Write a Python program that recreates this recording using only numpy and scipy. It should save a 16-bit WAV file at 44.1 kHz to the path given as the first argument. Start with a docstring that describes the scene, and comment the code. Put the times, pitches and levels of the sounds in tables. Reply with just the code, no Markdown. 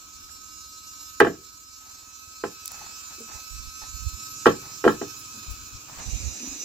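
"""On a hillside a bamboo pole is dragged off a shelter and knocks against other poles: ringing tube modes, cracks, echoes.
Feet and leaves rustle, bump and snap in shaped noise; one cicada drones close by as a stack of wavering partials.
Behind lie a chorus of patchy hiss, a far engine puttering through resonances, and low wind noise that buffets
the two microphone ports. Near the end the listening place changes: the chorus is louder and the cicada's tone differs."""
import sys
import numpy as np
from scipy import signal
from scipy.fft import rfft, irfft
from scipy.io import wavfile
from scipy.ndimage import uniform_filter1d

SR = 44100
rng = np.random.default_rng(int(sys.argv[2]) if len(sys.argv) > 2 else 0)


def unload_wav(signal):
    """Save mono or channel-first audio to the path in sys.argv[1] as 16-bit WAV at rate SR, clipped to [-1, 1]."""
    wavfile.write(
        sys.argv[1],
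        SR,
        np.round(np.clip(np.atleast_2d(signal).T, -1, 1) * 32767).astype(np.int16),
    )


N = 292824
MOVE_S = 6.0  # the listening place changes
# Every level is relative within its layer's mix; pan is left minus right.

# chorus and air, colour at the first and the second place: f/Hz, density/(dB per Hz)
CHORUS_COLOUR = [(88, -45.5), (150, -13), (854, -14), (1190, -3.5), (1290, -14), (1390, -3.5), (2140, -25),
                 (2270, -5), (3350, -10.5), (5250, -7), (7180, -0.5), (8900, -23.5), (12700, -31),
                 (15100, -6.5), (16000, -35)]
CHORUS_COLOUR_LATER = [(88, -30), (150, -11.5), (182, -21), (259, -3.5), (361, -12.5), (2060, -20),
                       (2450, -8.5), (3160, -24), (3920, -12.5), (5360, -12.5), (5910, -6), (7180, -7.5),
                       (9260, -27), (14000, -25), (16000, -37)]
# swell of the chorus: t/s, level/dB
CHORUS_SWELL = [(0.0, -51), (0.5, -53.5), (1.15, -52), (1.57, -55), (2.39, -52.5), (2.9, -46.5),
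                (3.85, -51), (4.59, -46.5), (5.34, -45.5), (5.85, -46.5), (6.1, -39.5), (6.64, -41)]

# far engine, boom of its pipe: t/s, f/Hz, level/dB
ENGINE_BOOM = [(0, 66, -60.5), (2, 65.18, -65.5), (3.9, 73.98, -60.5), (4.3, 111.2, -57.5),
               (4.8, 124.6, -55), (5.2, 107.3, -56.5), (5.6, 89.76, -56), (5.95, 123.8, -58),
               (6.05, 125, -74), (6.64, 126.2, -73)]
FIRINGS_PER_S = 20.2  # mean rate

# colour of the wind: f/Hz, density/(dB per Hz)
WIND_COLOUR = [(15, -18), (35, -9.5), (65, 0.5), (110, -16.5), (200, -29), (400, -48.5), (800, -54),
               (3000, -120)]
# breeze at both ports: t/s, level/dB
BREEZE_LEVEL = [(0, -61), (3.1, -72.5), (4.4, -61.5), (6.64, -67)]
# wind striking one port: start t/s, length t/s, level/dB, port (-1 left, 1 right)
WIND_BUFFETS = [(3.32, .06, -43.5, 1), (3.5, 0.074, -37, 1), (3.56, 0.1, -39.5, 1),
                (3.644, 0.058, -39.5, 1), (3.68, .05, -51, -1), (3.725, 0.071, -55, 1),
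                (3.805, 0.053, -45, 1), (3.87, 0.044, -45, 1), (3.905, 0.038, -47, -1),
                (3.93, 0.057, -35, 1), (3.98, 0.079, -36, 1), (4.044, 0.057, -24.5, 1),
                (4.115, 0.062, -36, 1), (5.472, 0.084, -33, -1), (5.56, 0.14, -48, -1),
                (5.715, .08, -42, -1), (5.955, 0.077, -44, 1), (6.053, .06, -30, 1),
                (6.115, 0.082, -25.5, 1), (6.195, 0.064, -32, 1), (6.25, 0.051, -26, 1),
                (6.295, 0.059, -42, 1), (6.47, 0.1, -47.5, -1), (6.55, 0.053, -59, 1)]
LEE_DB = -33  # what the sheltered port still gets

# near cicada, rate of its clicks: t/s, rate/(clicks per s)
CICADA_CLICKS = [(0, 256.6), (.3, 255.8), (1.1, 255.6), (2, 256.8), (3.4, 257.3), (4.4, 256.8),
                 (5.5, 254.5), (6.64, 253)]
# loudness of its song: t/s, level/dB
CICADA_LEVEL = [(0, -47), (1.1, -41.5), (1.3, -48.5), (2, -46), (3.4, -41.5), (4.4, -39), (4.7, -42),
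                (5.5, -42.5), (5.95, -48.5), (6.03, -39.5), (6.64, -36.5)]
# resonances of its body: f/Hz, width/Hz, level/dB, pan/dB
CICADA_BODY = [(1309, 184, 0.5, -5), (2295, 33, -16, -5), (3727, 270, -11, -4.5), (4062, 57, -5, 0),
               (4366, 490, -9.5, 3), (5350, 730, -6.5, -4.5), (6316, 1000, -10.5, -6),
               (7094, 480, -6, -10.5), (7614, 600, -11.5, 4), (11150, 820, -22, 2),
               (12230, 510, -19.5, 1.5), (12600, 1500, -16, 0)]
# resonances of the cicada nearest to the second place: f/Hz, width/Hz, level/dB, pan/dB
CICADA_BODY_LATER = [(1265, 150, -15, -4), (2630, 400, -8.5, -6), (3890, 330, -7.5, -3),
                     (5060, 110, -10, -3), (5960, 281.4, 0, -4.5), (6580, 550, -8, -12),
                     (7220, 180, 2, -9.5), (13000, 2800, -24.5, -6)]
# a wandering body resonance, first place only: t/s, f/Hz, level/dB
CICADA_RING = [(0, 2666, -6.5), (.7, 2765, -9), (1.6, 2700, -11), (2.4, 2538, -7), (3.5, 2616, -3.5),
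               (4.4, 2626, -7), (6, 2548, -3.5)]
RING_WIDTH_HZ, RING_PAN_DB = 180, -5
STEADY, RAGGED, RAGGED_LATER = .07, 0.602, .25  # unevenness of the clicks, 0-1
FALTER_S, FALTER_FOR_S = 4.7, .6  # the song turns ragged as it winds down

# feet in grass and pole on tarp: start t/s, time until the fade t/s, level/dB
RUSTLE_SCUFFS = [(0.263, 0.037, -66), (1.796, .12, -61), (1.935, 0.17, -64), (2.684, 0.18, -49),
                 (2.89, 0.085, -67), (3.09, .035, -51), (3.271, 0.1, -49.5), (3.8, 0.04, -49),
                 (4.606, 0.12, -51), (5.402, .15, -62), (5.869, 0.14, -49.5), (5.981, 0.032, -44.5),
                 (6.42, 0.13, -56)]
# colour of the rustle: f/Hz, density/(dB per Hz)
RUSTLE_COLOUR = [(150, 4.5), (300, 2), (500, -3), (850, 7.5), (1800, 1), (2600, -5), (3500, -9.5),
                 (6000, -4.5), (13000, -29)]
RUSTLE_RISE_S, RUSTLE_FADE_DB_PER_S = 0.024, 252

# soft bumps of feet and hands: t/s, level/dB, pitch f/Hz, t60/s
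SOFT_BUMPS = [(0.29, -45, 1370, 0.033), (2.811, -42.5, 860, 0.055), (3.18, -46.5, 343, 0.073),
              (3.193, -49.5, 230, 0.26), (3.202, -44.5, 455, 0.11), (3.815, -47.5, 863, 0.099),
              (4.17, -55, 216, 0.12), (5.339, -51, 237, 0.1), (5.372, -49, 228, 0.13),
              (6.4, -43, 265, 0.12), (6.428, -36, 250, 0.12), (6.471, -36.5, 268, .07),
              (6.512, -39.5, 272, 0.079), (6.556, -44, 298, 0.068)]
# dry leaves and twigs snapping: t/s, level/dB, pitch f/Hz, pan/dB, t60/s
TWIG_SNAPS = [(1.2, -15.5, 7700, -0.5, 0.013), (1.609, -39, 13000, -1.5, 0.0062),
              (2.447, -40.5, 11000, -2, 0.02), (2.6566, -16.5, 8600, 1, 0.0099),
              (2.678, -14.5, 7800, -4, 0.0076), (2.718, -20, 10100, 2, 0.0068),
              (3.198, -36, 11000, 1, 0.044), (4.009, -37, 11000, 1, .008), (4.085, -34, 12000, 1.5, .03),
              (4.458, -43.5, 7000, 5, 0.016), (4.89, -36, 12500, 1, 0.15), (5.18, -35.5, 12500, -5, 0.12),
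              (5.5, -33, 12500, 0, 0.094), (6.483, -29, 11500, -3, .01)]

# contacts of the pole: t/s, blow level/dB, hardness (added to the upper modes) level/dB, favoured f/Hz
POLE_KNOCKS = [(1.201, -6, -2.5, 1760), (1.212, -2.5, -29, 401), (1.227, -20, -18.5, 450),
               (1.245, -13, -9, 1750), (1.267, -9.5, -17.5, 1730), (1.299, -26, -28, 352),
               (1.345, -44, -11, 290), (2.436, -17, -9.5, 460), (2.446, -28.5, -14, 180),
               (4.456, -13.5, 1.5, 1310), (4.464, 0, -10.5, 413), (4.475, -13, -38, 404),
               (4.501, -31, -20, 290), (4.839, -14.5, -7, 455), (4.849, -7, -15.5, 440),
               (4.863, -0.5, -26, 420), (4.876, -11.5, -3.5, 1290), (4.912, -42, -19, 290),
               (5.013, -17.5, -14.5, 354), (5.033, -30, -13, 290)]
# modes of the bamboo tube: f/Hz, level/dB, t60/s
TUBE_MODES = [(109, -24.5, 0.15), (175.3, -20.5, 0.12), (221.3, -19.5, .12), (292.7, -15.5, 0.12),
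              (348.7, -9, 0.063), (394.7, 1, 0.056), (429.6, -7.5, .05), (456.4, -2, 0.041),
              (506.5, -8.5, 0.028), (686.6, -9.5, .05), (833.6, -2.5, 0.076), (1014, -6, 0.051),
              (1097, 2, 0.043), (1303, 3, 0.031), (1594, 1, 0.032), (1702, 1, 0.031), (1947, -6.5, 0.026),
              (2410, -11, 0.037), (2870, -13, 0.029), (3067, -13.5, 0.032), (4010, -15, 0.018)]
HARD_FROM_HZ = 750  # hardness acts on modes above this
SPOT_DB, SPOT_OCTAVES = 5.5, 0.35  # lift and reach around the favoured pitch
# scatter from ground and trees: f/Hz, t60/s
HILLSIDE_DECAY = [(100, 0.36), (340, 0.17), (1400, 0.15), (3000, 0.22), (6000, 0.023)]

EDGE_HZ = 16600  # upper band limit


def amp(db):
    """Turns decibels into a factor of amplitude."""
    return 10 ** (np.asarray(db) / 20)


def evened(x):
    """Brings x to rms 1."""
    return x / np.sqrt(np.mean(np.abs(x) ** 2) + 1e-20)


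def read(points, hz):
    """Reads a curve at hz, straight lines over log frequency."""
    f, value = np.transpose(points)
    return np.interp(np.log(hz + 1), np.log(f + 1), value)


def played(rows):
    """The columns of a time curve at every sample."""
    s, *columns = np.transpose(rows)
    return [np.interp(np.arange(N) / SR, s, c) for c in columns]


def panned(x, pan_db):
    """Splits x to two ports, half the level difference on each."""
    return x * amp(np.array([pan_db, -pan_db]).reshape(2, -1) / 2)


def coloured(x, spectrum):
    """Gives x a spectrum; white input of rms 1 comes out near rms 1."""
    gain = amp(read(spectrum, np.fft.rfftfreq(N, 1 / SR)))
    return irfft(rfft(x) * evened(gain), N)


def drift(rate_hz, channels):
    """Low-passed chance of rms 1."""
    lowpass = signal.butter(2, rate_hz, fs=SR, output="sos")
    x = signal.sosfilt(lowpass, rng.standard_normal((channels, N + SR)))
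    return evened(x[:, SR:])  # drops the filter's first second


def resonate(x, hz, width_hz):
    """A movable resonance: shifts the curve hz to zero, smooths, shifts back."""
    turn = np.exp(2j * np.pi * np.cumsum(hz * np.ones(N)) / SR)
    r = np.exp(-np.pi * width_hz / SR)
    return 2 * (turn * signal.lfilter([1 - r], [1, -r], x / turn)).real


def burst(hz, spread, ring, t60, rise_s, channels):
    """A dying puff of noise around a pitch, with a share of pure ring in it."""
    t = np.arange(SR // 5) / SR
    edges = [hz / (1 + spread), min(hz * (1 + spread), .4 * SR)]
    band = signal.butter(2, edges, "band", fs=SR, output="sos")
    puff = signal.sosfilt(band, rng.standard_normal((channels, len(t))))
    body = evened(puff) + ring * np.sin(2 * np.pi * hz * t)
    return body * amp(-60 * t / t60) * np.minimum(t / rise_s, 1)


def chorus():
    """Many far insects and moving leaves melt into a patchy hiss, a little alike at the ports only in the bass."""
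    hz, t = np.fft.rfftfreq(512, 1 / SR), np.arange(N // 128 + 5) * 128 / SR
    a, b, c, d, patches = rng.standard_normal((len(t), len(hz), 5)).T
    patches = uniform_filter1d(patches, size=5, axis=0)
    patches = evened(uniform_filter1d(patches, size=20, axis=1))
    same = 0.27 / (1 + (hz[:, None] / 450) ** 2)
    left = a + 1j * b
    right = same * left + np.sqrt(1 - same ** 2) * (c + 1j * d)
    early = evened(amp(read(CHORUS_COLOUR, hz)))[:, None]
    late = evened(amp(read(CHORUS_COLOUR_LATER, hz)))[:, None]
    colour = np.where(t < MOVE_S, early, late)
    lean = panned(1, -3.0 * np.exp(-((hz - 7500) / 3000) ** 2))[:, :, None]  # to the right around 7.5 kHz
    z = np.array([left, right]) * colour * amp(2.0 * patches) * lean
    hiss = signal.istft(z, nperseg=512, noverlap=384)[1][:, :N]
    return amp(played(CHORUS_SWELL)[0]) * evened(hiss)


def engine():
    """One puff a firing booms in the pipe and, more weakly, in a fixed higher band."""
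    boom_hz, level_db = played(ENGINE_BOOM)
    rate = FIRINGS_PER_S * (1 + 0.066 * drift(13.0, channels=1)[0])
    fired = np.diff(np.floor(np.cumsum(rate) / SR), prepend=0)
    puffs = evened(fired * amp(2.0 * rng.standard_normal(N))) + 0.28 * rng.standard_normal(N)
    boom = evened(resonate(resonate(puffs, boom_hz, 50), boom_hz, 70))
    breath = puffs + 4.8 * rng.standard_normal(N)
    upper = evened(resonate(resonate(breath, 290, 73), 170, 130))
    return amp(level_db) * (boom + amp(-4) * upper)


def wind():
    """Lumpy low noise, unrelated at the two ports: a breeze, and buffets that swell and sink at one port."""
    lumps = coloured(rng.standard_normal((2, N)), WIND_COLOUR) * amp(2.0 * drift(15, channels=2))
    out = amp(played(BREEZE_LEVEL)[0]) * lumps
    for s, length, db, port in WIND_BUFFETS:
        part = slice(round(s * SR), round((s + length) * SR))
        arch = np.hanning(len(out[0, part])) ** 0.62
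        reach = amp([[LEE_DB], [0]] if port > 0 else [[0], [LEE_DB]])
        # ports swapped, so a buffet does not repeat the breeze
        out[:, part] += amp(db) * reach * [evened(arch * lump) for lump in lumps[::-1, part]]
    return out


def partial_size(body, hz):
    """Level at each port of a partial, from the resonances of a body."""
    f, width, db, pan_db = np.transpose(body)
    share = amp(db) / (1 + (2 * (hz - f) / width) ** 2)
    return panned(share.sum(), share @ pan_db / share.sum())


def cicada():
    """Clicks make a stack of partials; moving leaves make them fade, neighbours partly together, at each port."""
    rate, level_db, t = *played(CICADA_CLICKS), *played(CICADA_LEVEL), np.arange(N) / SR
    falter = np.clip((t - FALTER_S) / FALTER_FOR_S, 0, 1)
    uneven = np.where(t > MOVE_S, RAGGED_LATER, STEADY + (RAGGED - STEADY) * falter)
    wobble = .0003 * drift(2.2, channels=1)[0] + .02 * uneven * drift(60, channels=1)[0]
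    turn = np.exp(2j * np.pi * np.cumsum(rate * (1 + wobble)) / SR).astype(np.complex64)
    hop, frames = 512, N // 512 + 2  # fading is drawn once a hop, then blended
    blend, when = np.arange(hop, dtype=np.float32) / hop, np.arange(frames) * hop / SR
    s, ring_hz, ring_db = np.transpose(CICADA_RING)
    ring_hz, ring_db = np.interp(when, s, ring_hz), np.interp(when, s, ring_db)
    partial, phase, fading, out = turn ** 3, 1, 0, np.zeros((2, N))
    for order in range(4, 61):
        partial = partial * turn
        a, b = rng.standard_normal((2, 2, frames + 8))
        fresh = uniform_filter1d(uniform_filter1d(a + 1j * b, size=3), size=3)
        fresh = evened(fresh)[:, :frames]
        step = np.exp(1.7j * rng.standard_normal())  # random phase step from partial to partial
        phase = phase * step
        fading = evened(0.35 * step * fading + fresh)
        port_turn = np.exp(.65j * rng.choice([-1, 1]) * np.array([[1], [-1]]))
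        gain = phase * port_turn + min(0.87 * order / 20, 1.1) * fading  # upper partials waver more
        ring = amp(ring_db) / (1 + (2 * (order * rate[0] - ring_hz) / RING_WIDTH_HZ) ** 2)
        early = partial_size(CICADA_BODY, order * rate[0]) + panned(ring, RING_PAN_DB)
        late = partial_size(CICADA_BODY_LATER, order * rate[-1])
        gain = (gain * np.where(when > MOVE_S, late, early)).astype(np.complex64)
        smooth = gain[:, :-1, None] + np.diff(gain)[:, :, None] * blend
        out += (smooth.reshape(2, -1)[:, :N] * partial).real
    throb = amp(1.2 * drift(40, channels=1))  # the whole song flutters a little
    return amp(level_db) * evened(out) * throb


def rustle():
    """Noise in clumps of uneven loudness, partly shared by the ports; each scuff rises, holds and fades."""
    level, t = np.zeros(N), np.arange(N) / SR
    for s, length, db in RUSTLE_SCUFFS:
        rise = np.clip((t - s) / RUSTLE_RISE_S, 0, 1)
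        level += rise * amp(db - RUSTLE_FADE_DB_PER_S * np.maximum(t - s - length, 0))
    grains = rng.standard_normal((3, N)) * amp(2.5 * drift(96, channels=1))
    return coloured(evened(grains[:1] + 1.35 * grains[1:]), RUSTLE_COLOUR) * level


def bumps():
    """Soft thumps: a quickly dying tone with narrow noise around it, the same at both ports."""
    out = np.zeros(N + SR)
    for s, db, hz, t60 in SOFT_BUMPS:
        thump = burst(hz, 0.23, 2.2, t60, 0.0072, channels=1)[0]
        out[round(s * SR):][:SR // 5] += amp(db) * thump
    return out[:N]


def snaps():
    """Bright cracks of wide noise with a little ring, the noise unlike at the two ports."""
    out = np.zeros((2, N + SR))
    for s, db, hz, pan_db, t60 in TWIG_SNAPS:
        crack = amp(db) * burst(hz, .8, .2, t60, t60 / 5, channels=2)
        out[:, round(s * SR):][:, :SR // 5] += panned(crack, pan_db)
    return out[:, :N]


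def hillside(x):
    """Sparse echoes of random sign, each band dying at its own speed; alike at both ports only in the bass."""
    taps = rng.choice([-1., 1.], (3, SR // 2)) * (rng.random((3, SR // 2)) < 2000 / SR)
    hz, t, z = signal.stft(taps, SR, nperseg=256)
    same = 1 / (1 + (hz[:, None] / 900) ** 2)
    z = same * z[:1] + np.sqrt(1 - same ** 2) * z[1:]
    z = z * amp(-60 * t / read(HILLSIDE_DECAY, hz)[:, None])
    tail = signal.istft(z, SR, nperseg=256)[1]
    return signal.fftconvolve(x, tail / np.linalg.norm(tail[0]), axes=1)[:, :N]


def knocks():
    """Each contact cracks and rings the tube; a harder one wakes the upper modes, the spot struck shifts the balance."""
    out, t = np.zeros((2, N + SR)), np.arange(SR // 4) / SR
    hz, db, t60 = np.transpose(TUBE_MODES)[:, :, None]
    chances = rng.standard_normal((len(POLE_KNOCKS), len(TUBE_MODES), 3))
    rise = np.minimum(t / (0.0022 + 1.34 / hz), 1) ** 2  # bass takes longer to build
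    splinter = signal.butter(1, [2000, 3800], "band", fs=SR, output="sos")
    for (s, blow_db, hard_db, spot_hz), chance in zip(POLE_KNOCKS, chances):
        size_db = blow_db + db + hard_db * (hz > HARD_FROM_HZ) + 0.5 * chance[:, :1]
        size_db = size_db + SPOT_DB * np.exp(-(np.log2(hz / spot_hz) / SPOT_OCTAVES) ** 2)
        phase = 2 * np.pi * hz * (1 + 0.0086 * chance[:, 1:2]) * t
        lag = 0.4 + 0.43 * hz / 1000 * chance[:, 2:]  # the ports hear a long pole unlike in the treble
        envelope = amp(size_db - 60 * t / t60) * rise
        rings = np.array([(envelope * np.sin(phase - side * lag)).sum(0) for side in (0, 1)])
        crack = signal.sosfilt(splinter, rng.standard_normal((2, len(t)))) * np.minimum(t / 0.0057, 1)
        crack = amp(blow_db + hard_db - 1.5 - 60 * t / 0.053) * crack
        out[:, round(s * SR):][:, :len(t)] += rings + crack
    return out[:, :N]


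def scene():
    """Mixes the knocks and their echoes with all the other layers."""
    pole = knocks()
    struck = panned(pole, -2.0) + amp(-7) * hillside(pole)
    return struck + bumps() + snaps() + rustle() + cicada() + chorus() + engine() + wind()


def record(dry):
    """Clips whatever passes full scale, then limits the band."""
    held = np.clip(dry, -1, 1)
    lowpass = signal.firwin(511, EDGE_HZ, window=("kaiser", 9), fs=SR)
    return signal.oaconvolve(held, lowpass[None], "same")


dry = scene()
out = record(dry)
unload_wav(out)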